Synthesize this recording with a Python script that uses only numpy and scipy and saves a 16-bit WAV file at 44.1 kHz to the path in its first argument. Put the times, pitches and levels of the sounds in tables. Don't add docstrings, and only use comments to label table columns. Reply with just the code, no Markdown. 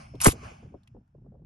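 import sys
import numpy as np
from scipy import signal
from scipy.fft import rfft, irfft
from scipy.io import wavfile
from scipy.ndimage import uniform_filter1d, map_coordinates

SR = 44100
rng = np.random.default_rng(int(sys.argv[2]) if len(sys.argv) > 2 else 0)


def decibels_to_gain(level_db):
    exponent = np.asarray(level_db, float) / 20
    return 10 ** exponent


def wav_out(sig):
    wavfile.write(sys.argv[1], SR, np.round(np.clip(np.atleast_2d(sig).T, -1, 1) * 32767).astype(np.int16))


N = 63945

# time_s, level_db
OLD_ECHO_LEVEL = [
    (0.0, -51),
    (0.006, -49.5),
    (0.124, -64.5),
    (0.195, -61.5),
]
# time_s, level_db
ECHO_LEVEL = [
    (.30, -52.5),
    (.34, -54.5),
    (.406, -53.5),
    (.45, -44.5),
    (.51, -49.5),
    (.572, -56),
    (.66, -62),
    (.76, -71),
    (1.12, -79),
]
# frequency_hz, density_db (per Hz)
ECHO_SPECTRUM = [(180, -34), (300, -8.5), (1050, 2.5), (1280, -5.5), (2180, -4), (3590, -15.5),
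                 (8730, -20.5), (11400, -43.5), (12500, -60), (16200, -92), (22000, -120)]
# frequency_hz, density_db (per Hz)
AIR_SPECTRUM = [(410, -43), (700, -10.5), (1410, -1), (1670, -12), (2170, -12.5), (8400, -24.5),
                (12500, -29), (16200, -56), (22000, -120)]
AIR_LEVEL_DB = -93.5
ECHO_DULLING_DB_S, ECHO_PATCHINESS_DB = -4.5, .8

# time_s, level_db
GUST_LEVEL = [(0, -52), (.11, -49), (.19, -45), (.34, -44), (.41, -48), (.45, -43), (.57, -54.5),
              (.64, -46), (.72, -47.5), (.80, -57.5), (.86, -63), (.96, -48.5), (1.05, -63), (1.12, -67),
              (1.17, -51), (1.29, -47), (1.34, -51.5), (1.45, -51.5)]
# frequency_hz, density_db (per Hz)
WIND_SPECTRUM = [(20, -14.5), (40, -8), (70, -1.5), (150, -2.5), (230, -11), (330, -25.5), (500, -42),
                 (900, -61)]
FLUTTER_DB = 2.5

# time_s, level_db
INSECT_LEVEL = [
    (0, -75),
    (.2, -76),
    (.35, -88),
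    (.8, -95),
    (1.0, -103),
    (1.45, -115),
]
INSECT_HZ = 5324

# start_s, peak_db, pitch_hz, t60_s
EDDIES = [(.136, -37, 403, 0.035), (0.142, -32, 239, .08), (0.328, -36.5, 300, 0.18),
          (0.427, -43.5, 350, 0.11), (.51, -44, 352, 0.072), (.625, -44.5, 300, 0.077),
          (0.654, -49.5, 300, 0.11), (0.721, -47.5, 398.7, 0.047), (.739, -32, 334, 0.048),
          (0.747, -43, 316, 0.084), (0.945, -44, 300, 0.088), (0.961, -45, 370.5, 0.068),
          (1.006, -53, 300, 0.044), (1.147, -44.5, 391, 0.046), (1.18, -50.5, 250, 0.05),
          (1.214, -56, 300, 0.075), (1.243, -52.5, 333, 0.079), (1.259, -47.5, 387, 0.072),
          (1.318, -49.5, 327.4, 0.067), (1.339, -47, 440, 0.049), (1.349, -53.5, 410, 0.11),
          (1.393, -53, 373, 0.047), (1.416, -51.5, 300, 0.08)]
SLAP_RISE_S, SLAP_Q = .0023, 1

# start_s, level_db, ring_hz, t60_s
METAL_KNOCKS = [(.152, -58, 3500, .03), (.2022, -35.5, 2600, .035), (.2140, -20.5, 11000, .015),
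                (.2175, -27.5, 6000, .035), (.2225, -39, 5500, .03), (.229, -36.5, 8500, .035),
                (.2365, -28.5, 8200, .05), (.2447, -12, 8800, .02), (.249, -26, 11000, .03),
                (.2565, -25, 2000, .05), (.259, -25, 6300, .04), (.2645, -25, 8600, .05),
                (.266, -23, 11200, .06), (.272, -25, 8400, .06), (.280, -28.5, 2400, .04),
                (.295, -37, 5200, .04), (.3075, -40, 3500, .05), (.318, -40, 7000, .05),
                (.833, -68, 4000, .03), (.874, -56.5, 2500, .03), (1.077, -77, 1500, .03),
                (1.4485, -70, 2000, .05)]
# frequency_hz, density_db (per Hz)
STEEL_SPECTRUM = [(350, -49.5), (600, -12.5), (1170, -1.5), (1800, -12), (2210, -6.5), (3940, -10),
                  (10000, -8.5), (11000, 0), (12300, -16.5), (16000, -45.5), (22000, -120)]
# time_s, level_db
SCRAPE_LEVEL = [
    (.200, -72),
    (.204, -44.5),
    (.24, -38),
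    (.27, -32),
    (.295, -43),
    (.322, -44),
    (.330, -61.5),
    (.35, -79.5),
]
RING_Q, CRACK_DB, KNOCK_RISE_S = 6, -9.5, .0005

# time_s, pitch_hz, level_db
BLAST_SWING = [
    (.262, 620, -35.5),
    (.2675, 520, -15),
    (.2695, 330, -7),
    (.2725, 190, -7),
    (.2752, 150, -6.5),
    (.280, 95, -15.5),
    (.288, 90, -14.5),
    (.298, 80, -30),
    (.315, 70, -49.5),
]
# frequency_hz, level_db, centre_s, half_width_s
FRONT_ROAR = [
    (470, -18.5, .265, .007),
    (1030, -17.5, .264, .006),
    (1950, -25.5, .260, .005),
    (300, -22.5, .282, 0.011),
]
BLAST_ROUGHNESS = .05
HEAVE_S, HEAVE_HZ, HEAVE_DB, HEAVE_FADE_S = .2725, 38, -10, .012

# frequency_hz, gain_db
PORT_RESPONSE = [(130, -30.5), (250, -2), (600, 6.5), (2000, -9), (6000, -10), (9000, -0.5), (11000, 1.5),
                 (12500, -8)]
PORT_LAG_S, PORT_DRIFT_PER_S = .00025, -1.2
SIDE_FROM_HZ, GUN_PAN = 360, .058
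ACTION_SIDE_DB, ECHO_SIDE_DB, WIND_SIDE_DB, SLAP_SIDE_DB = -5, 1, -13.5, -7.5
TOP_HZ = 11750


def line(table, col=1):
    rows = np.array(table)
    return np.interp(np.arange(N) / SR, rows[:, 0], rows[:, col])


def unit(x):
    return x / np.sqrt(np.mean(x ** 2))


def colour(x, points, floor_db=-60):
    rows = np.array(points)
    hz = np.maximum(np.fft.rfftfreq(len(x), 1 / SR), 1)
    knots_hz = np.r_[rows[0, 0] / 2, rows[:, 0], rows[-1, 0] * 2]
    knots_db = np.r_[floor_db, rows[:, 1], floor_db]
    gain_db = np.interp(np.log(hz), np.log(knots_hz), knots_db)
    return irfft(rfft(x) * decibels_to_gain(gain_db), len(x))


def band(x, hz, q):
    b, a = signal.iirpeak(min(hz, .45 * SR), max(q, .3), fs=SR)
    return signal.lfilter(b, a, x)


def walk(rate_hz):
    hold = int(SR / rate_hz)
    steps = np.repeat(rng.standard_normal(N // hold + 1), hold)
    return 1.2 * uniform_filter1d(steps, hold)[:N]


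def burst(start_s, db, t60_s, rise_s):
    age = np.maximum(np.arange(N) / SR - start_s, 0)
    rise = 1 - np.exp(-(age / rise_s) ** 2)
    return rise * decibels_to_gain(db - 60 * age / t60_s)


def echoes():
    t = np.arange(N) / SR
    old = t < .25
    level = np.where(old, line(OLD_ECHO_LEVEL), line(ECHO_LEVEL))
    age = np.where(old, t, t - .3)
    wash = unit(colour(rng.standard_normal(N), ECHO_SPECTRUM))
    out = np.zeros(N)
    for octave in range(6):
        centre_hz = 350 * 2 ** octave
        edges = [centre_hz / 1.414, min(centre_hz * 1.414, .45 * SR)]
        part = signal.sosfilt(signal.butter(2, edges, "bandpass", fs=SR, output="sos"), wash)
        dulling = ECHO_DULLING_DB_S * octave * (age - .4031)
        out += part * decibels_to_gain(level + dulling + ECHO_PATCHINESS_DB * walk(40))
    return out + decibels_to_gain(AIR_LEVEL_DB) * unit(colour(rng.standard_normal(N), AIR_SPECTRUM))


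def wind():
    rumble = colour(rng.standard_normal(N), WIND_SPECTRUM)
    total = np.zeros(N)
    for hz in 30 * 2. ** np.arange(5):
        total += band(rumble, hz, 1.5) * decibels_to_gain(FLUTTER_DB * walk(30))
    return unit(total) * decibels_to_gain(line(GUST_LEVEL))


def insect():
    tone = np.sin(2 * np.pi * INSECT_HZ * np.arange(N) / SR)
    return np.sqrt(2) * decibels_to_gain(line(INSECT_LEVEL) + 1.5 * walk(25)) * tone


def slaps():
    noise = rng.standard_normal(N)
    out = np.zeros(N)
    for start_s, db, hz, t60_s in EDDIES:
        rough = band(band(noise, hz, SLAP_Q), hz, SLAP_Q)
        eddy = np.tanh(1.9 * unit(rough))
        out += burst(start_s, db, t60_s, SLAP_RISE_S) * eddy
    return signal.sosfilt(signal.butter(4, 800, fs=SR, output="sos"), out)


def action():
    noise = rng.standard_normal(N)
    crack = unit(colour(noise, STEEL_SPECTRUM))
    sliding = np.abs(np.arange(N) / SR - .275) < .075
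    out = crack * decibels_to_gain(line(SCRAPE_LEVEL) + 5 * walk(700)) * sliding
    for start_s, db, hz, t60_s in METAL_KNOCKS:
        struck = unit(band(noise, hz, RING_Q)) + decibels_to_gain(CRACK_DB) * crack
        out += burst(start_s, db, t60_s, KNOCK_RISE_S) * struck
    return out


def blast():
    t = np.arange(N) / SR
    log_pitch = line([(s, np.log(hz)) for s, hz, _ in BLAST_SWING])
    hz = np.exp(log_pitch) * (1 + BLAST_ROUGHNESS * walk(600))
    turns = np.cumsum(hz) / SR
    crest = np.interp(BLAST_SWING[4][0], t, turns)
    on = (t > BLAST_SWING[0][0]) & (t < BLAST_SWING[-1][0])
    out = on * decibels_to_gain(line(BLAST_SWING, col=2)) * np.cos(2 * np.pi * (turns - crest))
    age = np.maximum(t - HEAVE_S, 0)
    out += decibels_to_gain(HEAVE_DB) * np.exp(-age / HEAVE_FADE_S) * np.sin(2 * np.pi * HEAVE_HZ * age)
    for roar_hz, db, centre_s, half_width_s in FRONT_ROAR:
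        roar = unit(band(rng.standard_normal(N), roar_hz, 2.3))
        out += decibels_to_gain(db) * roar * np.exp(-((t - centre_s) / half_width_s) ** 2)
    return out


def ports(x):
    t = np.arange(N) / SR
    half_lag = PORT_LAG_S * (1 + PORT_DRIFT_PER_S * np.clip(t - .27, -.1, .1)) / 2
    early = map_coordinates(x, [(t + half_lag) * SR], mode="nearest")
    late = map_coordinates(x, [(t - half_lag) * SR], mode="nearest")
    return colour(early - late, PORT_RESPONSE, floor_db=-61)


def scene():
    gun, air, tone = action() + blast(), wind(), insect()
    loose = decibels_to_gain(ACTION_SIDE_DB) * action() + decibels_to_gain(WIND_SIDE_DB) * air + decibels_to_gain(SLAP_SIDE_DB) * slaps()
    loose += .7 * tone + GUN_PAN * gun
    loose = signal.sosfilt(signal.butter(6, SIDE_FROM_HZ, "highpass", fs=SR, output="sos"), loose)
    side = ports(gun) + decibels_to_gain(ECHO_SIDE_DB) * ports(echoes()) + loose
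    mid = gun + echoes() + air + slaps() + tone
    return np.array([mid + side, mid - side])


def roll_off(x):
    return signal.sosfilt(signal.butter(12, 13050, fs=SR, output="sos"), x)


def record(dry):
    rounded = np.tanh(.8 * dry) / .8
    mix = signal.sosfilt(signal.ellip(8, .3, 42, TOP_HZ, fs=SR, output="sos"), rounded)
    return roll_off(mix)


dry = scene()
out = record(dry)
wav_out(out)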